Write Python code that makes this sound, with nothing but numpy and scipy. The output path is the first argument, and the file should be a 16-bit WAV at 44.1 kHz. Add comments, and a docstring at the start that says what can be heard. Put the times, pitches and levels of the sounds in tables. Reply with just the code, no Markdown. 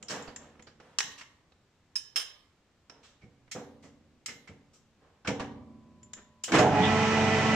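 """Steel parts click and clack as a small metal lathe is set up, heard from just above its tool holder.
Each blow rings the steel, and knocks set the sheet-metal cabinet booming in an echoing workshop.
The stop button is released and a faint hum comes on. Then a power switch snaps, and at 6.5 s
the motor jolts up to speed: panels howl, the belt squeals briefly, and the gears whine and rattle."""
import sys
import numpy as np
from scipy import signal
from scipy.fft import rfft, irfft, next_fast_len
from scipy.io import wavfile

SR = 44100
rng = np.random.default_rng(int(sys.argv[2]) if len(sys.argv) > 2 else 0)


def put_to_file(sound):
    """Save the sound as 16-bit audio at rate SR, in the file named by the first command-line argument."""
    columns = np.atleast_2d(sound).T  # one column per channel
    safe = np.clip(columns, -1, 1)
    whole_steps = np.round(safe * 32767)
    wavfile.write(sys.argv[1], SR, whole_steps.astype(np.int16))


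N = 332955
TIME = np.arange(N) / SR
RING_TIME = TIME[:SR + SR // 2]
START_S, RUN_UP_S, JOLT_RISE_S = 6.5, 0.147, 0.046   # the motor's start, and how quickly it gets going
TOOTH_HZ = 220.4   # gear teeth meeting each second at full speed

# how alike the two ears hear each pitch (1 = the same): pitch_hz, likeness
EAR_LIKENESS = [(60, 0.94), (300, 0.97), (600, 0.89), (1100, 0.8), (2200, 0.56), (4500, .1), (9000, 0.16)]


def clacks():
    """Steel hits steel and rings the tool holder. Returns the part that will echo and the close part."""
    # Here and below, fade_s is the time to fall by 60 dB; a higher tilt sounds brighter.
    # blows on steel parts: start_s, level_db, tilt_db_per_octave, fade_s, pitch_hz
    part_blows = [(0.083, -35.5, 2.5, 0.12, 5300), (.095, -33.5, 3.5, 0.24, 1750),
                  (0.275, -40.5, -7.5, 0.13, 4630), (0.5536, -54, -9, 0.041, 2300),
                  (0.594, -45, -7.5, 0.056, 2210), (0.6685, -47, -6, 0.12, 4640),
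                  (0.7993, -45, -6.5, 0.082, 700), (0.9858, -14.5, 1.5, 0.028, 5980),
                  (1.004, -21, 0, 0.038, 1800), (1.52, -57, -6, 0.041, 3860),
                  (2.8969, -41.5, -4.5, 0.042, 5350), (3.478, -54.5, -7.5, 0.039, 2120),
                  (3.5129, -34.5, 5.5, 0.13, 2040), (4.2598, -29.5, 6, 0.057, 2040),
                  (4.473, -47.5, -3, 0.16, 2140), (5.247, -37, -7, 0.24, 1550),
                  (5.272, -26.5, -2.5, 0.13, 2270), (5.396, -28.5, -6.5, .12, 850),
                  (6.436, -32, 10, 0.16, 2950), (6.5194, -22, -3, 0.057, 2160),
                  (6.552, -32.5, 13, 0.068, 7650), (6.585, -21, -4, 0.095, 6900)]
    # blows on the tool holder: start_s, level_db, tilt_db_per_octave, fade_s, pitch_hz, ring_db
    holder_blows = [(1.9553, -29, 4, .08, 5180, 0.5), (2.1588, -24.5, 1, 0.12, 3100, 2.5),
                    (2.196, -33, -1, 0.11, 5200, -5)]
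    # parts slide and settle: start_s, level_db, tilt_db_per_octave, fade_s, pitch_hz, boost_db
    slides = [(1.109, -41.5, 1.5, 0.106, 2860, 13), (1.177, -41, 1.5, 0.15, 2692, 7),
              (1.209, -28, -2.5, 0.049, 2080, 15), (3.028, -53, -0.5, 0.33, 3640, 4.5),
              (3.212, -52.5, -3, 0.16, 2230, 20), (3.824, -53, 2.5, 0.24, 2040, 14),
              (4.278, -34.5, -1, 0.16, 2090, 14.5), (4.731, -55, 7, 0.2, 1270, 17),
              (6.166, -45.5, -7, 0.16, 1850, 10)]
    # a light touch rings mostly the struck part, a hard blow the whole carriage: level_db, boost_db
    part_boost = [(-33, 13.5), (-13, 5.5)]
    # blows elsewhere ring the holder faintly, bright ones more
    other_blows = [(s, db, tilt, fade_s, hz, tilt - 21.5) for s, db, tilt, fade_s, hz in part_blows]
    cracks, rings = np.zeros((2, 2, N))
    for start_s, level_db, tilt_db, fade_s, hz, ring_db in holder_blows + other_blows:
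        boost_db = np.interp(level_db, *np.transpose(part_boost))
        crack = carriage(start_s, 0.019 * fade_s, fade_s, tilt_db, hz, boost_db)
        add(cracks, start_s, from_db(level_db) * crack)
        add(rings, start_s, from_db(level_db + ring_db) * tool_holder())
    for start_s, level_db, tilt_db, fade_s, hz, boost_db in slides:
        add(cracks, start_s, from_db(level_db) * carriage(start_s, 0.012, fade_s, tilt_db, hz, boost_db))
    chatter_db = 3 * np.array([drift(70), drift(70)])   # the parts stay in touch, so the ring is uneven
    rings = rings * from_db(chatter_db)
    echo_share = from_db(-19)
    return cracks + echo_share * rings, (1 - echo_share) * rings


def carriage(start_s, rise_s, fade_s, tilt_db, hz, boost_db):
    """One blow sounds through the lathe's sliding carriage, strengthened at the struck part's pitch."""
    # tone colour of steel on steel: pitch_hz, level_db
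    colour = [(100, -21.5), (400, -10), (700, -10), (1400, -1), (2500, 0), (3500, -4), (4800, -2.5),
              (6000, -5), (7600, -4.5), (8600, -15.5), (9400, -18.5), (10300, -30.5), (15000, -32)]
    # pitches the carriage strengthens: pitch_hz, width_hz, boost_db
    peaks = [(660, 47, 7.5), (1240, 160, 3.5), (1684, 180, -1), (2030, 250, -4.5), (3050, 780, 1.5),
             (4100, 300, 1), (5740, 400, 4)]
    # the hands move from the carriage to the switches: time_s, left_minus_right_db
    hands = [(0, -4.5), (1, -2.5), (2.2, -4), (4.3, -2), (6.4, 0)]
    struck_part = (hz, 0.19 * hz, boost_db)
    side_db = np.interp(start_s, *np.transpose(hands))
    return pan(side_db) * blow(colour, rise_s, fade_s, tilt_db, peaks + [struck_part])


def tool_holder():
    """The steel tool holder rings once, sending each note out in its own direction."""
    # its natural notes: pitch_hz, level_db, fade_s
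    notes = [(1700, -30, .6), (2530, -20, .18), (3050, -27, .55), (3860, -26, .25), (5254, 0, .12),
             (5262, -10, .34), (5298, -11, .15), (5600, -15, .15), (8845, -17, .22), (9195, -15, .22),
             (13360, -23, .19)]
    # where they are heard: pitch_hz, left_minus_right_db
    sides = [(2500, -3.5), (5300, -11.5), (9000, -0.5), (13400, 1.5)]
    return sum(pan(at_hz(sides, note[0])) * ringing([note], spread_db=2) for note in notes)


def knocks():
    """Dull thuds on the cabinet, and the boom they leave in its thin panels."""
    # each knock: start_s, level_db, tilt_db_per_octave, fade_s
    hits = [(0, -52.5, 0, .8), (0.094, -34, 4, 0.55), (0.389, -52, 4.5, 0.64), (0.799, -56, 5, 0.98),
            (1.03, -51.5, -2, 0.32), (2.897, -55, 2.5, 0.51), (3.22, -49.5, -7, 0.41),
            (3.547, -35, 0.5, 0.3), (3.835, -47.5, -1, 0.23), (4.276, -49, -3, 0.41),
            (4.487, -45.5, -5, 0.28), (4.999, -59.5, 2.5, 0.79), (5.277, -24, -2, 0.22),
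            (5.398, -35.5, 1.5, 0.24), (6.477, -33, 5, 0.19), (6.53, -17.5, 3.5, 0.35),
            (6.587, -16, 3, 0.19)]
    # tone colour of a thud: pitch_hz, level_db
    colour = [(30, -55), (70, -7.5), (120, -5), (200, -0.5), (320, -7.5), (500, -3.5), (900, -12),
              (1600, -18.5), (3000, -30.5), (8000, -50), (16000, -76.5)]
    # natural notes of the panels: pitch_hz, level_db, fade_s
    panels = [(85.7, -8.5, 3.4), (134.8, 2, 0.7), (223.8, -4.5, 3), (249, -3, 1.9), (282, 6.5, 0.98),
              (362.5, -6, 1), (477, 0.5, 0.86), (762, -6, 1.1), (846, -13.5, 1.3), (1046, -19, 1.1)]
    thuds, booms = np.zeros((2, 2, N))
    for start_s, level_db, tilt_db, fade_s in hits:
        gain = from_db(level_db) * pan(-1.5)
        add(thuds, start_s, gain * blow(colour, rise_s=0.038 * fade_s, fade_s=fade_s, tilt_db=tilt_db))
        add(booms, start_s, gain * from_db(-18.5) * ringing(panels, spread_db=0.5))
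    return thuds, booms


def ticks():
    """Handles and switches click lightly, each leaving one high ping."""
    # each click: start_s, level_db, pitch_hz, ring_db
    hits = [(0.0264, -39, 7600, -16), (0.224, -44, 7350, -14), (0.3611, -35.5, 7400, -42),
            (0.6235, -49.5, 7000, -23), (6.0304, -53, 7120, -1), (6.1336, -34.5, 7100, -1.5),
            (6.438, -28.5, 7200, -24)]
    # tone colour of a click: pitch_hz, level_db
    colour = [(200, -21.5), (1000, -13.5), (1900, -4), (2600, -8), (3500, -6.5), (4600, -11), (6200, -4.5),
              (7400, 1.5), (8500, -40.5), (11500, -33), (15000, -44)]
    clicks, pings = np.zeros((2, 2, N))
    for start_s, level_db, hz, ring_db in hits:
        gain = from_db(level_db) * pan(-2.2)
        add(clicks, start_s, gain * blow(colour, rise_s=0.0004, fade_s=0.039, peaks=[(hz, 250, 9)]))
        add(pings, start_s, gain * from_db(ring_db) * ringing([(hz, 0, 0.13)], spread_db=4))
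    return clicks, pings


def gears(speed):
    """Meeting teeth whine, rumble and rattle in their housing: shaken at the start, louder with speed."""
    # tone colour of the gear noise: pitch_hz, level_db
    colour = [(25, -28), (55, -11), (90, -9), (180, -4.5), (300, -2), (500, -7), (800, -4.5), (1300, -8.5),
              (2400, -8.5), (3300, -14.5), (4500, -19.5), (5800, -18), (7800, -26), (9300, -46),
              (15000, -55)]
    # pitches the housing strengthens: pitch_hz, width_hz, boost_db
    peaks = [(176, 7.8, 12.5), (668, 55, 10.5), (704, 40, -5.5), (913, 12, 7.5), (994, 21, 7.5),
             (1090, 17, 7.5), (1343, 55, 5), (1520, 70, 3), (1784, 64, 5), (2010, 30, 11), (2200, 49, -1),
             (2480, 37, 9.5), (2610, 52, 3), (2880, 100, 5.5), (3070, 53, 9)]
    # notes of the whine: multiple_of_tooth_rate, level_db
    overtones = [(1, -32), (2, -34), (3, -45), (4, -42), (5, -52), (6, -40), (7, -52), (8, -47), (9, -39),
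                 (10, -52), (11, -48)]
    teeth = np.cumsum(TOOTH_HZ * speed) / SR   # how many have met so far
    running_s = np.maximum(TIME - START_S, 0)
    jolt_rise = np.minimum(running_s / JOLT_RISE_S, 1) ** 2
    jolt = jolt_rise * fade(np.maximum(running_s - JOLT_RISE_S, 0), fade_s=0.42)
    housing = noise(colour, N, peaks=peaks)
    low = signal.sosfiltfilt(signal.butter(2, 1300, fs=SR, output="sos"), housing)
    # every tooth lands as a small burst, no two equally hard
    bursts = rms_one(from_db(0.56 * np.cos(2 * np.pi * teeth) + 0.28 * drift(60)))
    rattle = (from_db(-32) * speed ** 13 + from_db(-25) * jolt) * rms_one(housing - low) * bursts
    rumble = np.hypot(from_db(-31) * speed ** 0.34, from_db(-26) * jolt) * rms_one(low)
    whine = sum(from_db(db) * tone(multiple * teeth, multiple * TOOTH_HZ, rough=0.3, flutter_hz=10)
                for multiple, db in overtones)
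    return rumble * pan(-1.4) + speed ** 12 * whine * pan(-2) + rattle * pan(-4.5)


def motor(speed):
    """The motor and belt drone on set pitches, louder as the speed rises."""
    # notes of the drone: pitch_hz, level_db
    notes = [(100, -38), (129.4, -44.5), (148.8, -38.5), (200, -39), (300.5, -48.5), (761.5, -36.5),
             (2229, -50.5)]
    drone = sum(from_db(db) * tone(hz * TIME, hz, rough=0.34, flutter_hz=3.7) for hz, db in notes)
    return speed * drone * pan(-1.4)


def shudders():
    """The rising speed shakes one panel after another into a short howl."""
    # each panel's howl: pitch_hz, level_db, fade_s
    panels = [(245.7, -26, 0.3), (278.5, -34, 2.2), (323.5, -23, 0.36), (428.3, -29.5, 1.34),
              (611, -28, 0.78), (738, -25, 1.16), (847, -27, 2.23)]
    top_shake_hz = 4.8 * TOOTH_HZ
    howls = 0
    for hz, level_db, fade_s in panels:
        reached_s = START_S + RUN_UP_S * np.arctanh(min(hz / top_shake_hz, 0.99))
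        swell = from_db(level_db) * flare(reached_s, rise_s=0.024, fade_s=fade_s)
        howls = howls + swell * tone(hz * TIME, hz, rough=0.44, flutter_hz=22)
    return howls * pan(-2.9)


def belt():
    """Near full speed the belt slips, with one low flap and a short scraping squeal."""
    # tone colour of the squeal: pitch_hz, level_db
    colour = [(800, -50), (1500, -35), (1720, -6), (2100, -25), (2950, -5), (3450, 0), (3750, -3),
              (4400, -28), (9000, -60)]
    flap_hz = 186.1
    flap_note = tone(flap_hz * TIME, flap_hz, rough=0.26, flutter_hz=20)
    flap = from_db(-19) * flare(peak_s=6.815, rise_s=0.0071, fade_s=0.1) * flap_note
    squeal = from_db(-31) * flare(peak_s=6.85, rise_s=0.019, fade_s=0.23) * noise(colour, N)
    return flap * pan(-2.2) + squeal * pan(-2.5)


def controls(power_on_s):
    """The electrical controls hum thinly once the power is on."""
    # notes of the hum: pitch_hz, level_db
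    notes = [(600, -72), (900, -85), (1001, -68.5), (1100, -77)]
    hum = sum(from_db(db) * np.sin(2 * np.pi * hz * TIME) for hz, db in notes)
    return hum * np.clip((TIME - power_on_s) / 0.02, 0, 1)


def workshop_echo(sound):
    """The room's echo builds within a few milliseconds and lasts longest in the bass."""
    # length of the echo: pitch_hz, fade_s
    lengths = [(100, 3.5), (400, 0.98), (1500, 0.5268), (3000, 0.494), (6000, 0.4059), (12000, 0.58)]
    # its strength against the direct sound: pitch_hz, level_db
    levels = [(100, -1), (500, 0.96), (2000, 1), (6000, 0.24), (12000, -2)]
    t = TIME[:SR]
    hiss = noise([(20, 0), (20000, 0)], len(t))
    edges_hz = np.geomspace(50, 16000, num=10)
    echo = 0
    for low, high in zip(edges_hz, edges_hz[1:]):
        hz = np.sqrt(low * high)
        shape = fade(t, at_hz(lengths, hz)) * (1 - np.exp(-t / 0.0016))
        band = signal.sosfilt(signal.butter(2, [low, high], "band", fs=SR, output="sos"), hiss)
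        echo = echo + band * from_db(at_hz(levels, hz)) * shape / np.linalg.norm(shape)
    return signal.fftconvolve(sound, echo, axes=1)[:, :N]


def workshop_air():
    """A very faint, low rush fills the room."""
    # its tone colour: pitch_hz, level_db
    colour = [(25, -11), (40, -6), (60, -5), (79, 0), (105, -5), (200, -7), (500, -13), (1000, -17),
              (3000, -22), (7500, -29), (9500, -41), (15000, -47)]
    return from_db(-68.5) * noise(colour, N)


def blow(colour, rise_s, fade_s, tilt_db=0, peaks=()):
    """A hit starts many brief vibrations that blur into noise; a soft touch builds up more slowly."""
    t = TIME[:SR // 2]
    burst = noise(colour, len(t), tilt_db, peaks) * (1 - np.exp(-t / rise_s)) * fade(t, fade_s)
    return np.pad(burst, [(0, 0), (0, len(RING_TIME) - len(t))])


def ringing(notes, spread_db):
    """Struck metal rings on at its natural notes, with new strengths at every hit."""
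    out = np.zeros((2, len(RING_TIME)))
    for hz, level_db, fade_s in notes:
        t = RING_TIME[:int(fade_s * SR)]
        offset = rng.choice([-1, 1]) * ear_offset(hz)
        gain = from_db(level_db - spread_db * rng.normal())
        swell = 1 - np.exp(-hz * t / 4)   # a note needs a few cycles to get going
        out[:, :len(t)] += gain * swell * fade(t, fade_s) * np.sin(2 * np.pi * hz * t + offset)
    return out


def tone(cycles, hz, rough, flutter_hz):
    """A note whose loudness and pitch flutter."""
    phase = 2 * np.pi * (cycles + rng.random()) + rough * drift(flutter_hz)
    return np.sqrt(2) * (1 + rough * drift(flutter_hz)) * np.sin(phase + ear_offset(hz))


def noise(colour, size, tilt_db=0, peaks=()):
    """Stereo noise with a tone colour, a tilt per octave and peaks; the bass is alike in both ears."""
    padded = next_fast_len(size, True)
    hz = np.maximum(np.fft.rfftfreq(padded, 1 / SR), 1)
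    level_db = at_hz(colour, hz) + tilt_db * np.log2(np.clip(hz, 100, 10000))
    for centre_hz, width_hz, boost_db in peaks:
        level_db = level_db + boost_db / (1 + (2 * (hz - centre_hz) / width_hz) ** 2)
    alike = at_hz(EAR_LIKENESS, hz)
    mid, side = rfft(rng.standard_normal((2, padded)))
    ears = np.sqrt(1 + alike) * mid + np.sqrt(1 - alike) * side * [[1], [-1]]
    return rms_one(irfft(ears * from_db(level_db), padded)[:, :size])


def drift(rate_hz):
    """A smooth random wobble, about 1 in size."""
    step, warm_up = 40, 2000
    memory = np.exp(-2 * np.pi * rate_hz * step / SR)
    chance = rng.standard_normal(N // step + warm_up + 2)
    slow = signal.lfilter([1], [1, -2 * memory, memory ** 2], chance)[warm_up:]
    return np.interp(np.arange(N) / step, np.arange(len(slow)), rms_one(slow))


def ear_offset(hz):
    """High notes reach the two ears out of step, by this angle in radians."""
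    return np.arccos(at_hz(EAR_LIKENESS, hz)) * np.array([[0], [1]])


def flare(peak_s, rise_s, fade_s):
    """Swells to a peak, then dies away."""
    swell = np.exp(-(np.minimum(TIME - peak_s, 0) / rise_s) ** 2 / 2)
    return swell * fade(np.maximum(TIME - peak_s, 0), fade_s)


def fade(t, fade_s):
    """Falls by 60 dB in fade_s seconds."""
    return np.exp(-np.log(1000) * t / fade_s)


def from_db(db):
    """Turns decibels into a multiplier."""
    return 10 ** (np.asarray(db) / 20)


def rms_one(sound):
    """Scales a sound to an average strength (rms) of 1."""
    return sound / np.sqrt(np.mean(sound ** 2) + 1e-20)


def at_hz(table, hz):
    """Reads a table's value at any pitch, sliding between its rows."""
    pitches, values = np.transpose(table)
    return np.interp(np.log(hz), np.log(pitches), values)


def pan(db):
    """Left and right gains; below 0 dB the sound leans right."""
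    return from_db(np.array([[db], [-db]]) / 2)


def add(out, start_s, sound):
    """Mixes a sound in from a given time."""
    start = round(start_s * SR)
    out[:, start:start + sound.shape[-1]] += sound[..., :N - start]


def scene():
    """The blows echo around the workshop; ringing metal and the running lathe are heard close by."""
    blows, rings = np.sum([clacks(), ticks(), knocks()], axis=0)
    # share of full speed: the motor pulls hard from rest, then levels off
    speed = np.tanh(np.maximum(TIME - START_S, 0) / RUN_UP_S)
    switched_on = np.clip((TIME - START_S) / JOLT_RISE_S, 0, 1)
    lathe = switched_on * (shudders() + gears(speed) + motor(speed) + belt())
    air = workshop_air()
    return blows + workshop_echo(blows) + rings + lathe + controls(power_on_s=5.4) + air


def record(dry):
    """The high treble leans to the left, and everything above 15400 Hz is cut steeply."""
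    sheen = signal.sosfilt(signal.butter(1, [7000, 9000], "band", fs=SR, output="sos"), dry)
    ears = dry + sheen * np.array([[0.45], [-0.35]])
    return signal.sosfilt(signal.ellip(10, 0.1, 80, 15400, fs=SR, output="sos"), ears)


dry = scene()
out = record(dry)
put_to_file(out)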